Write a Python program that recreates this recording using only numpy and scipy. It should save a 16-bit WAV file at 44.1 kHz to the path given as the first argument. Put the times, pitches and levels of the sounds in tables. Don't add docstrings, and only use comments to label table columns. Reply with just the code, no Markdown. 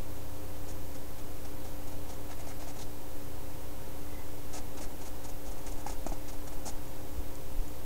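import sys
import numpy as np
from scipy.fft import rfft, irfft, next_fast_len
from scipy.io import wavfile
from scipy.ndimage import map_coordinates

SR = 44100
rng = np.random.default_rng(int(sys.argv[2]) if len(sys.argv) > 2 else 0)


def put_to_file(sound):
    columns = np.atleast_2d(sound).T
    safe = np.clip(columns, -1, 1)
    whole_steps = np.round(safe * 32767)
    wavfile.write(sys.argv[1], SR, whole_steps.astype(np.int16))


N = 346181


def amp(db):
    return 10 ** (np.asarray(db) / 20)


def unit(x):
    return x / np.sqrt(np.mean(x ** 2) + 1e-20)


def wobble(rate):
    return map_coordinates(rng.standard_normal(int(N * rate / SR) + 4), [np.arange(N) * rate / SR])


def filtered(x, response):
    m = next_fast_len(N + SR // 2)
    return irfft(rfft(x, m) * response(np.fft.rfftfreq(m, 1 / SR)), m)[:N]


def coloured(points):
    f, db = np.transpose(points)
    gain = lambda hz: amp(np.interp(np.log(hz + 1), np.log(f + 1), db))
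    return unit(filtered(rng.standard_normal(N), gain))


def resonant(x, modes):
    def body(f):
        return sum((-1) ** k * amp(db) * 1j * f * width / (hz * hz - f * f + 1j * f * width)
                   for k, (hz, width, db) in enumerate(modes))
    return unit(filtered(x, body))


def add(track, s, sound):
    part = track[round(s * SR):][:len(sound)]
    part += sound[:len(part)]


# f/Hz, width/Hz, gain/dB
BRISTLE_MODES = [(4630, 110, 1), (5410, 280, -0.5), (5940, 190, 1), (6350, 280, 2), (6820, 440, 1),
                 (7300, 230, -2.5), (7740, 104, 4.5), (7780, 280, -0.5), (8080, 500, -3), (8830, 770, -5.5),
                 (10700, 970, -8.5), (14500, 1800, -48)]
SCRAPE_MODES = [(3700, 690, -3), (4240, 160, 3), (5080, 630, -3)]
RASP_MODES = [(1272, 50, 3.5), (1683, 160, -3), (2100, 100, 0.5), (2700, 540, -7.5)]
DRUM_MODES = [(261, 60, 4), (586, 95, 1), (700, 193, 3), (917, 115, -1.5)]
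# t/s, length/s, hiss/dB, scrape/dB re hiss, rasp/dB re hiss
STROKES = [(0.149, 0.03, -62, -9, -4), (0.675, 0.04, -53.5, -10, -9), (0.941, 0.022, -56, -4, -9),
           (1.179, 0.019, -56.5, -5, -4), (1.444, 0.015, -55, -6, -6), (1.642, 0.024, -58, -5, -1),
           (1.672, 0.021, -60, -4, -6), (1.87, 0.017, -57, -4, -5), (1.912, 0.016, -61, -2, -2),
           (2.085, 0.027, -52, -9, -9), (2.126, 0.012, -56.4, -7, -14), (2.286, 0.018, -61, -9, -1),
           (2.304, 0.025, -59.5, 4, 6.5), (2.387, 0.026, -55, -8, -3), (2.465, 0.012, -52.5, -14, -5),
           (2.478, 0.016, -56, -9, -4), (2.497, 0.021, -60.5, 0, 7), (2.59, 0.034, -58, -3, -1),
           (2.618, 0.03, -63, 3, -2), (2.669, 0.04, -53.5, -9, -3.5), (2.758, 0.016, -57, -13, -5),
           (2.783, 0.023, -55, 0, -4), (2.808, 0.023, -54, 2, -5), (4.524, 0.064, -48, -7, -7),
           (4.767, 0.025, -52, -5, -1.5), (4.804, 0.04, -49, -9, -7.5), (5.008, 0.018, -54, -6, -6),
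           (5.047, 0.033, -50.5, -12, -9), (5.236, 0.022, -51, -8, -8), (5.284, 0.015, -51.5, -12, -11),
           (5.452, 0.035, -55.5, -9, -11), (5.51, 0.012, -51, -13, -12), (5.572, 0.018, -59, -12, -10),
           (5.661, 0.012, -48.5, -11, -4), (5.675, 0.021, -55, -11, -14), (5.713, 0.013, -51, -11, -17),
           (5.77, 0.043, -57, -10, -8), (5.859, 0.026, -49, -11, -4), (5.891, 0.018, -48, -9, -11),
           (5.917, 0.014, -52.6, -10, -5), (6.063, 0.012, -50, -7, -1), (6.086, 0.011, -55, -10, -6),
           (6.121, 0.013, -51.5, -10, -8), (6.275, 0.026, -52, -5.5, -5), (6.322, 0.024, -57, -11, -13),
           (6.471, 0.011, -50.5, -7, -11), (6.521, 0.013, -55.5, -15, -5), (6.65, 0.047, -43.5, -11, -13)]

def brush():
    grains = lambda: rng.standard_normal(N) * amp(1.2 * wobble(900) + .9 * wobble(150))
    mode_sets = (BRISTLE_MODES, SCRAPE_MODES, RASP_MODES, DRUM_MODES)
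    bodies = np.array([resonant(grains(), modes) for modes in mode_sets])
    bodies[0] = unit(filtered(bodies[0], lambda hz: 1 / (1 + (4700 / (hz + 1)) ** 8)))
    out = np.zeros(N)
    for start_s, length_s, hiss_db, scrape_db, rasp_db in STROKES:
        t = np.arange(round((length_s + .06) * SR)) / SR
        rise_s, tail_t60_s = .0038 + .18 * length_s, .055
        pressure = np.clip(t / rise_s, 0, 1) * amp(-60 * np.maximum(t - length_s, 0) / tail_t60_s)
        drum_db = -52.5 + .47 * (hiss_db + 56.5)
        gains = amp([hiss_db, hiss_db + scrape_db, hiss_db + rasp_db, drum_db])
        span = slice(round(start_s * SR), round(start_s * SR) + len(t))
        out[span] += pressure * (gains @ bodies[:, span])
    return out


# t/s, level/dB, f/Hz, low ring/dB re level
KNOCKS = [(2.302, -34, 737, -6), (2.314, -32, 740, -10), (2.457, -43, 910, -12), (2.473, -30.5, 666, -20),
          (2.625, -34.5, 900, -12), (2.673, -35, 676, -6), (2.768, -35, 754, -12), (4.784, -34, 710, -6),
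          (4.812, -32, 600, -12), (5.512, -37, 670, -5), (5.8625, -32, 796, -15), (5.865, -22.5, 840, -7),
          (5.897, -27.5, 740, -15), (6.0652, -20.5, 664, -0.5), (6.1198, -25, 730, -2),
          (6.126, -31, 750, -3), (6.475, -39, 600, -8), (6.52, -35, 650, -11), (6.666, -33, 755, 0),
          (6.677, -34, 766, -4), (6.69, -33, 750, -10)]
# ratio to f, level/dB
OVERTONES = [(1.8, -16), (2.9, -24.5)]

def knocks(rise_s=.00061, ring_t60_s=.018, low_hz=312, low_t60_s=.016):
    out, t = np.zeros(N), np.arange(SR // 10) / SR
    attack = 1 - np.exp(-t / rise_s)
    partials = [(.98, 0)] + OVERTONES
    for start_s, level_db, hz, low_db in KNOCKS:
        tone = sum(amp(db) * np.sin(2 * np.pi * ratio * hz * t) for ratio, db in partials)
        ring = amp(-60 * t / ring_t60_s) * tone
        low_ring = amp(low_db - 60 * t / low_t60_s) * np.sin(2 * np.pi * low_hz * t)
        add(out, start_s, amp(level_db) * attack * (ring + low_ring))
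    return out


# t/s, level/dB, t60/s
TICKS = [(2.394, -31, .002), (2.49, -33, .002), (5.667, -29, .002), (5.898, -34, .002),
         (6.066, -23.5, 0.0022), (6.8803, -39, .0065), (7.3553, -19.5, 0.00087), (7.681, -38.5, .01)]

def ticks(hz=7000):
    out, t = np.zeros(N), np.arange(SR // 10) / SR
    ring = (1 - np.exp(-t * hz)) * np.sin(2 * np.pi * hz * t)
    for start_s, db, t60_s in TICKS:
        add(out, start_s, amp(db - 60 * t / t60_s) * ring)
    return out


# t/s, peak/dB
REBOUNDS = [(0.996, -40), (1.241, -37), (1.489, -35), (1.729, -31), (1.959, -35), (2.182, -40),
            (2.583, -34), (2.87, -35), (4.616, -33), (4.866, -31), (5.107, -34), (5.338, -29), (5.564, -33),
            (5.761, -30), (5.976, -29), (6.17, -29.8), (6.382, -29.5), (6.573, -25), (6.75, -26)]
# t/s, peak/dB, width/s
ARM_MOVES = [(6.98, -34, 0.041), (7.203, -30, 0.033), (7.296, -35, .057), (7.596, -21.5, 0.023)]

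def air_pushes(rebound_width_s=.039):
    out, t = np.zeros(N), np.arange(-SR // 5, SR // 5) / SR
    rebounds = [(centre_s, db, rebound_width_s) for centre_s, db in REBOUNDS]
    for centre_s, db, width_s in rebounds + ARM_MOVES:
        spread = 2 * (t / width_s) ** 2
        add(out, centre_s + t[0], -amp(db) * (1 - 2 * spread) * np.exp(-spread))
    return out


# t/s, peak/dB, f/Hz
THUDS = [(5.494, -30, 40), (5.693, -32.5, 26), (5.902, -31.5, 29), (6.103, -24.5, 24), (6.297, -33, 19),
         (6.495, -42.2, 40.0), (6.679, -45, 34), (7.189, -28.5, 52), (7.575, -25, 11)]

def thuds():
    out, t = np.zeros(N), np.arange(-SR // 5, SR // 5) / SR
    for centre_s, db, hz in THUDS:
        envelope = amp(db) * np.exp(-(2 * t * hz) ** 2)
        add(out, centre_s + t[0], envelope * np.cos(2 * np.pi * hz * t))
    return out


def squeak(centre_s=4.15, width_s=.07, hz=2040, band_hz=92, db=-59.5):
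    t = np.arange(N) / SR
    mode = [(hz, band_hz, 0)]
    band_noise = resonant(resonant(rng.standard_normal(N), mode), mode)
    return amp(db) * np.exp(-((t - centre_s) / width_s) ** 2) * band_noise


# order, rms/dB
SHAFT_ORDERS = [(3, -73), (5, -54), (6, -76), (7, -67.5), (8, -67), (9, -56.5)]
MAINS_ORDERS = [(1, -48.5), (2, -55.5), (4, -70.5)]
# f/Hz, waver/Hz, rms/dB
DRONES = [(406, 2.09, -61), (378, 1.04, -67.5), (299, 1.03, -70), (921, 12, -68), (746, 15, -68)]

def hum(shaft_hz=58.94, mains_hz=60.0):
    t = np.arange(N) / SR
    motor = [(order * shaft_hz, 0, db) for order, db in SHAFT_ORDERS]
    mains = [(order * mains_hz, 0, db) for order, db in MAINS_ORDERS]
    out = np.zeros(N)
    for hz, waver_hz, db in motor + mains + DRONES:
        turns = hz * t + np.cumsum(waver_hz * wobble(4)) / SR + rng.random()
        out += np.sqrt(2) * amp(db + .31 * wobble(3.13)) * np.sin(2 * np.pi * turns)
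    return out


# t/s, f/Hz, rms/dB
LOW_DRONE = [(0, 90.8, -52), (.8, 90.2, -49.5), (1.2, 90.4, -68), (1.6, 89.7, -52), (2.4, 89.5, -52.5),
             (2.95, 89, -61), (3.3, 89.8, -52), (4, 89.2, -57), (5.4, 88.6, -64), (7.85, 90, -56.5)]

def low_drone():
    knots_s, hz, db = np.transpose(LOW_DRONE)
    t = np.arange(N) / SR
    turns = np.cumsum(np.interp(t, knots_s, hz)) / SR
    return np.sqrt(2) * amp(np.interp(t, knots_s, db)) * np.sin(2 * np.pi * turns)


# order, depth/dB re tone
FLUTTER = [(1, -9), (2, -9), (3, -12), (4, -15)]

def whine(hz=13171, db=-65.5, flutter_hz=15.0):
    t = np.arange(N) / SR
    dips = sum(amp(depth_db) * np.cos(2 * np.pi * k * flutter_hz * t) for k, depth_db in FLUTTER)
    return np.sqrt(2) * amp(db) * (1 - dips) * np.sin(2 * np.pi * hz * t)


# f/Hz, relative density/dB
AIR_SPECTRUM = [(3, -2.5), (12, 1), (25, -12.5), (40, -15), (70, -21.5), (145, -21.5), (175, -27),
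                (280, -23.5), (520, -27.5), (760, -29.5), (960, -29.5), (1020, -32.5), (1500, -38),
                (2400, -43), (16000, -66.5)]
HISS_SPECTRUM = [(500, -7.5), (2500, -0.5), (5000, -1), (6500, 0), (9000, -1), (12500, -0.5), (14000, 2),
                 (15700, 1.5)]

def noise_floor(air_db=-41, hiss_db=-52.5):
    swell = amp(.35 * wobble(3))
    return amp(air_db) * swell * coloured(AIR_SPECTRUM) + amp(hiss_db) * coloured(HISS_SPECTRUM)


def scene():
    painting = brush() + knocks() + ticks() + air_pushes() + thuds()
    background = hum() + low_drone() + whine() + noise_floor() + squeak()
    return (painting + background)[None]


def record(dry, top_hz=15730, dc_offset=-.0428):
    return (filtered(dry[0], lambda hz: hz < top_hz) + dc_offset)[None]


dry = scene()
out = record(dry)
put_to_file(out)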